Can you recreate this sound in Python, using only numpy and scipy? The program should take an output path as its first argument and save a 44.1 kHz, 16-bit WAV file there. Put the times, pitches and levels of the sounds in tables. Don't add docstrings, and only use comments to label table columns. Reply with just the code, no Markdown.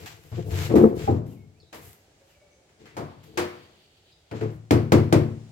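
import sys
import numpy as np
from scipy import signal
from scipy.fft import rfft, irfft
from scipy.io import wavfile
from scipy.ndimage import uniform_filter1d

SR = 44100
rng = np.random.default_rng(int(sys.argv[2]) if len(sys.argv) > 2 else 0)


def how_loud(loudness_db):
    steps = np.asarray(loudness_db, float) / 20
    return 10 ** steps


def to_wav(sig):
    pcm = np.clip(np.atleast_2d(sig), -1, 1) * 32767
    pcm = np.round(pcm).astype(np.int16)
    wavfile.write(sys.argv[1], SR, pcm.T)


N = 242991
T = np.arange(N) / SR

# frequency in Hz, level in dB per Hz.
YARD_COLOUR = [(15, -11), (25, 10), (92, 2.5), (245, -9.5), (389, -3), (510, -7), (687, -7.5), (787, -10),
               (1060, -20), (1390, -18), (2980, -19.5), (4480, -21), (7510, -22.5), (14800, -44.5),
               (16500, -28)]
# time in seconds, level in dB.
TWITTER_SWELL = [
    (2.9, -75),
    (3.2, -64),
    (3.55, -60),
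    (3.75, -64),
    (4.0, -66),
    (4.4, -70),
]
# start in seconds, length in seconds, start pitch in Hz, end pitch in Hz, level in dB.
BIRD_NOTES = [(1.29, .2, 3300, 2180, -67), (2.27, .38, 3250, 2270, -66), (1.6, .04, 4500, 3400, -60),
              (1.6, .03, 5300, 4700, -64), (1.635, .085, 3950, 3850, -68), (4.1, .05, 4300, 3500, -62),
              (4.05, .2, 3900, 3850, -73), (2.515, .03, 6300, 6250, -64), (2.9, .07, 2700, 2650, -66),
              (1.85, .17, 2050, 2000, -67), (1.95, .04, 6300, 6250, -75), (1.54, .06, 2200, 2700, -68),
              (4.115, .02, 5200, 4600, -64)]
# time in seconds, pitch in Hz, level in dB.
CROW = [
    (2.1, 540, -30),
    (2.2, 555, 0),
    (2.35, 560, 1),
    (2.48, 565, 1),
    (2.62, 565, -5),
    (2.75, 560, -30),
]
CROW_HARMONICS_DB = [-1.5, -21, -22, -22]
# start in seconds, rise in seconds, hold in seconds,
# scuff level in dB, thin airy layer in dB relative to the scuff.
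SCUFFS = [(-0.03, 0.015, 0.067, -51.5, -7.5), (0.057, 0.0027, 0.01, -44.5, -11), (0.15, 0.09, .08, -66, 1),
          (0.29, 0.069, .03, -50, -22), (0.49, .03, 0.064, -42, -8), (0.53, .09, 0.035, -39.5, -10),
          (0.753, .004, 0.012, -46.5, 0), (0.94, 0.062, 0.062, -44.5, -12.5),
          (1.25, 0.017, 0.058, -70.5, 4.5), (1.739, .005, .006, -51.5, -1), (1.77, 0.06, 0.059, -65, 10),
          (2.12, 0.19, 0.012, -67, -5), (2.775, .03, 0.094, -61.5, -21), (3.228, 0.005, 0.013, -59.5, -3),
          (3.67, .01, 0.037, -69.5, -31), (4.335, 0.015, .085, -52, -19)]
# frequency in Hz, level in dB per Hz.
SCUFF_COLOUR = [(410, -26), (700, 2), (1180, -4.5), (1350, -3), (2400, -2.5), (6280, -12), (7640, -11),
                (9500, -51), (12400, -51.5), (20900, -120)]
# frequency in Hz, level in dB per Hz.
AIR_COLOUR = [(4710, -15), (8000, -5.5), (10500, -5), (12500, 1.5), (15200, -6), (16300, -12), (16500, -50)]
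# start in seconds, rise in seconds, hold in seconds, # rumble level in dB, boom in dB relative to the
DRAGS = [(-0.03, 0.01, 0.019, -42, 5), (0.07, 0.012, 0.23, -74, 21.5), (0.36, 0.011, 0.03, -36.5, -0.5),
         (0.42, 0.052, 0.032, -46, 15), (0.51, 0.0078, 0.059, -38.5, -4), (0.58, 0.017, 0.097, -62, 27.5),
         (0.68, 0.078, 0.011, -11.5, -39), (0.79, 0.054, 0.0066, -9, -50),
         (0.93, 0.035, 0.076, -44.5, 12.5), (1.3, .1, 0.25, -84, 22), (1.55, 0.023, 0.085, -81, 13.5),
         (1.75, 0.021, 0.12, -76.5, 25), (2.77, .04, 0.035, -54.5, -7), (2.92, 0.032, 0.011, -53, 2),
         (3.2, 0.11, 0.14, -54, 1), (4.42, 0.0064, 0.02, -33.5, -13), (4.5, 0.013, 0.042, -69, 26.5)]
# frequency in Hz, level in dB, t60 in seconds.
HULL_MODES = [(92.9, 3.5, 0.52), (112.65, 4, 0.69), (145, 0.5, 0.65), (170, -16, 1), (220.2, -5.5, 0.67),
              (271.5, -6, 0.12), (317.2, 1, 0.3), (354, -1, 0.42), (385, -7.5, 0.42), (420.4, -17, 0.55),
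              (436.4, 2, .25), (486.6, -8.5, 0.49), (495.5, -11.5, 0.26), (604.6, -12.5, 0.15),
              (677, -6, 0.3), (793, -13.5, 0.1)]
# centre in Hz, level in dB, rise in milliseconds, t60 in seconds.
SCATTER = [(98.6, -6.5, 23, 0.81), (158, -11.5, 17, 0.89), (290, -5.5, 9.7, 0.58), (587, -8.5, 6.74, 0.52),
           (1093, -12, 4, 0.65), (2224, -12, 2.2, 0.65), (4614, -12, 1.1, 0.55), (6920, -3.5, 1.2, 0.22),
           (13500, -15.5, 1.4, 0.18)]
# start in seconds, knock level in dB, what meets the hull.
BLOWS = [(0.316, -42.5, "palm"), (0.516, -39, "palm"), (0.696, -29, "shove"), (0.754, -19, "shove"),
         (1.075, -25, "rib"), (1.727, -39, "tap"), (2.689, -67.5, "tick"), (2.855, -53, "tick"),
         (2.967, -27, "shaft"), (3.373, -22, "tap"), (4.312, -35.5, "start"), (4.41, -33.5, "start"),
         (4.7076, -17, "drive"), (4.92, -15, "drive"), (5.1252, -17, "drive")]
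BLOW_TONE_HZ = [120, 330, 850, 2100, 7000]
CONTACT_TONE = {"palm": (10, -1, -7, -21), "shove": (2.5, 9, -10, -28), "rib": (8.5, 9, -19, -49.5),
                "tap": (-15.5, -3.5, -1, -13), "tick": (-4.5, -7, 7, -12.5), "shaft": (-4, -6, -11, -23),
                "start": (0, 5.5, -4.5, -25.5), "drive": (2.5, 8, -6.5, -17.5)}
CONTACT_BITE = {"palm": (-22, .8), "shove": (-22, .9), "rib": (-14, 1.1), "tap": (-7, 1.05),
                "tick": (-4, 2), "shaft": (-9, 1.28), "start": (-6, .95), "drive": (0, .78)}
# frequency in Hz, left minus right in dB.
LEFT_TILT = [(200, 5), (700, 1.5), (2500, 2), (5000, 4.5), (9000, -0.5), (14000, -2.5)]


def unit(x):
    return x / np.sqrt(np.mean(x ** 2))


def shape(x, hz, db):
    f = np.maximum(np.fft.rfftfreq(x.shape[-1], 1 / SR), 1)
    return irfft(rfft(x) * how_loud(np.interp(np.log(f), np.log(hz), db)), x.shape[-1])


def pair(size):
    alike_hz = 780
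    mid, side = rng.standard_normal((2, size))
    side = shape(side, [alike_hz / 6, alike_hz * 2], [-16, 0])
    return np.array([mid + side, mid - side])


def walk(rate):
    k = int(SR / rate)
    held = np.repeat(rng.standard_normal(N // k + 1), k)
    return uniform_filter1d(uniform_filter1d(held, k), k)[:N]


def decay(t, t60):
    return np.exp(-np.log(1000) * t / t60)


def strokes(rows, release_db_s):
    s, rise, hold, db, second_db = np.array(rows).T[:, :, None]
    swell = np.clip((T - s) / np.maximum(rise, 1e-3), 0, 1) ** 2
    gain = swell * how_loud(db - release_db_s * np.maximum(T - s - rise - hold, 0))
    return gain.sum(axis=0), (gain * how_loud(second_db)).sum(axis=0)


def yard():
    hum_db, hiss_db = -60.5, -82
    hum = unit(shape(pair(N), *np.transpose(YARD_COLOUR))) * how_loud(hum_db + 2.0 * walk(2.7))
    twitter = shape(pair(N), [1455, 2500, 3190, 4000, 4607, 5540], [-16.5, -6, -0.5, -6, -2, -23.5])
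    twitter = unit(twitter * how_loud(3 * walk(30)))
    twitter *= how_loud(np.interp(T, *np.transpose(TWITTER_SWELL), -120, -120))
    hiss = how_loud(hiss_db) * shape(rng.standard_normal((2, N)), [6000, 12000], [-20, 0])
    return hum + hiss + twitter


def bird_notes():
    glide_s, hoarse_above_hz, hoarse_rate_hz = .09, 3350, 500
    out, waver = np.zeros(N), 1 + .012 * walk(70)
    for s, length, from_hz, to_hz, db in BIRD_NOTES:
        u = np.clip((T - s) / length, 0, 1)
        slide = np.clip(1 - u * length / min(length, glide_s), 0, 1)
        hz = to_hz + (from_hz - to_hz) * slide
        rasp = 1.5 * walk(hoarse_rate_hz) if from_hz > hoarse_above_hz else 1
        swell = np.clip(np.minimum(u * 20, 4 - 4 * u), 0, 1)
        out += how_loud(db) * rasp * swell * np.sin(2 * np.pi * np.cumsum(hz * waver) / SR)
    return out * how_loud(4 * walk(120))


def cockerel():
    s, hz, db = np.transpose(CROW)
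    phase = 2 * np.pi * np.cumsum(np.interp(T, s, hz) * (1 + 0.03 * walk(60))) / SR
    voice = sum(how_loud(p) * np.sin((k + 1) * phase) for k, p in enumerate(CROW_HARMONICS_DB))
    level_db = -61 + np.interp(T, s, db) + 8.2 * walk(56)
    return voice * how_loud(level_db) * (T > s[0]) * (T < s[-1])


def birds():
    calls = bird_notes() + cockerel()
    t = np.arange(SR // 2) / SR
    echo = rng.standard_normal((2, len(t))) * decay(t, .4) * how_loud(-34)
    echo[:, 0] = .6
    return signal.fftconvolve(calls[None], echo, axes=1)[:, :N]


def scuff():
    grit = pair(N) * how_loud(1.5 * walk(56.83) + 2.5 * rng.exponential(size=N))
    rub_gain, air_gain = strokes(SCUFFS, release_db_s=142)
    rub = unit(shape(grit, *np.transpose(SCUFF_COLOUR)))
    air = unit(shape(grit, *np.transpose(AIR_COLOUR)))
    return rub * rub_gain + air * air_gain


def ring(t, chance, scatter_db, detune, swell_ms):
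    hz, db, t60 = np.array(HULL_MODES).T[:, :, None]
    pitch_chance, phase_chance, level_chance, port_chance = chance
    phase = 2 * np.pi * hz * (1 + detune * pitch_chance) * t + 0.2 * phase_chance
    fade = decay(t, np.clip(t60, .05, 1)) * (1 - np.exp(-t * 1000 / swell_ms))
    size = how_loud(db + scatter_db * level_chance) * fade
    turn = np.array([1, -1])[:, None, None] * np.clip(hz / 1000, 0, 1) ** 3 * port_chance
    return (size * np.sin(phase + turn)).sum(axis=1)


def drag():
    slips = rng.standard_normal((2, N)) * (rng.random(N) < 150 / SR)
    slips = slips[0] + 0.18 * slips + 0.024 * pair(N)
    t = np.arange(SR // 10) / SR
    chance = rng.standard_normal((4, len(HULL_MODES), 1))
    hull = ring(t, chance, scatter_db=2.0, detune=0, swell_ms=0.67) * np.exp(-t / 0.028)
    shaken = signal.fftconvolve(slips, hull, axes=1)[:, :N] + how_loud(-12) * pair(N)
    shaken = shaken / uniform_filter1d(np.abs(shaken).mean(axis=0), SR // 8)
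    rumble = unit(shape(shaken, [150, 200, 500, 650, 1100, 2500], [-11.5, 11.5, 3.5, -3, 3.0, -39.5]))
    boom = unit(shape(shaken, [43.03, 77.4, 161, 220], [-1.0, -3.0, 0.5, -8.0]))
    rumble_gain, boom_gain = strokes(DRAGS, release_db_s=259)
    return rumble * rumble_gain + boom * boom_gain


def scatter(t, linger):
    out, noise = np.zeros((2, len(t))), pair(len(t))
    near = 1 + 1.93 * np.exp(-t / 0.058)
    for hz, db, rise_ms, t60 in SCATTER:
        corners = [hz / 8, hz / 2, hz, hz * 2, hz * 8]
        band = unit(shape(noise, corners, [-57.5, -25, -9, -27.5, -53])) * near
        rise = 1 - np.exp(-t * 1000 / rise_ms)
        out += how_loud(db - 7.0) * band * rise * decay(t, t60 * linger)
    return out


def crack(t, hard_db):
    echo = np.maximum(t - .0022, 0)
    burst = 0.49 * np.exp(-t / .0005) + 0.99 * (echo > 0) * np.exp(-echo / 0.0026)
    return how_loud(12 + hard_db) * shape(pair(len(t)), [5000, 14000], [0, -8]) * burst


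def skin_jump(t, hard_db):
    jump_s, floor_echo_s = .00012, .0013
    out = np.zeros(len(t))
    for late_s in (0, floor_echo_s):
        u = np.maximum(t - late_s - 2 * jump_s, 0) / jump_s
        out -= how_loud(18.5 + hard_db) * u * np.exp(-u)
    return out


def panel(t, hard_db):
    panel_hz, panel_db, late_s, swell_s, t60_s = 322, 11, .0017, .004, .13
    u = np.maximum(t - late_s, 0)
    swell = 1 - .5 * np.exp(-u / swell_s)
    return how_loud(panel_db + 2 * hard_db) * np.sin(2 * np.pi * panel_hz * u) * swell * decay(u, t60_s)


def blows():
    out, t = np.zeros((2, N + SR)), np.arange(SR) / SR
    spots = rng.standard_normal((len(BLOWS), 4, len(HULL_MODES), 1))
    spots[-3, 2] = 0
    spots[-3, 3] *= .3
    spots[-2:] = spots[-3]
    for (s, knock_db, kind), spot in zip(BLOWS, spots):
        boom_db, body_db, *top_db = CONTACT_TONE[kind]
        hard_db, linger = CONTACT_BITE[kind]
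        if kind == "rib":
            spot[2] = np.linspace(-.5, .5, len(HULL_MODES))[:, None]
            spot[:, -1, 0] = 0, 0, 5.8, 0
        body = how_loud(-5) * ring(t, spot, scatter_db=6.0, detune=0.0093, swell_ms=7.5)
        body += scatter(t, linger) + crack(t, hard_db)
        body = shape(body, BLOW_TONE_HZ, [boom_db, body_db, 0, *top_db])
        body += skin_jump(t, hard_db) + panel(t, hard_db)
        body *= np.clip(t / .0002, 0, 1) * np.clip(2 - t / .4, 0, 1)
        start = int(s * SR)
        out[:, start:start + SR] += how_loud(knock_db) * body
    return out[:, :N]


def scene():
    near = scuff() + drag() + blows()
    hz, db = np.transpose(LEFT_TILT)
    left = shape(near[0], hz, db / 2)
    right = shape(np.roll(near[1], 16), hz, -db / 2)
    return yard() + birds() + np.array([left, right])


def roll_off(x):
    return signal.sosfilt(signal.butter(12, 16820, fs=SR, output="sos"), x)


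def record(dry):
    bass_cut = signal.butter(4, 64, "high", fs=SR, output="sos")
    top_cut = signal.ellip(8, .2, 60, 16000, fs=SR, output="sos")
    rounded = np.tanh(0.9 * signal.sosfilt(bass_cut, dry)) / 0.97
    return roll_off(signal.sosfilt(top_cut, rounded))


dry = scene()
out = record(dry)
to_wav(out)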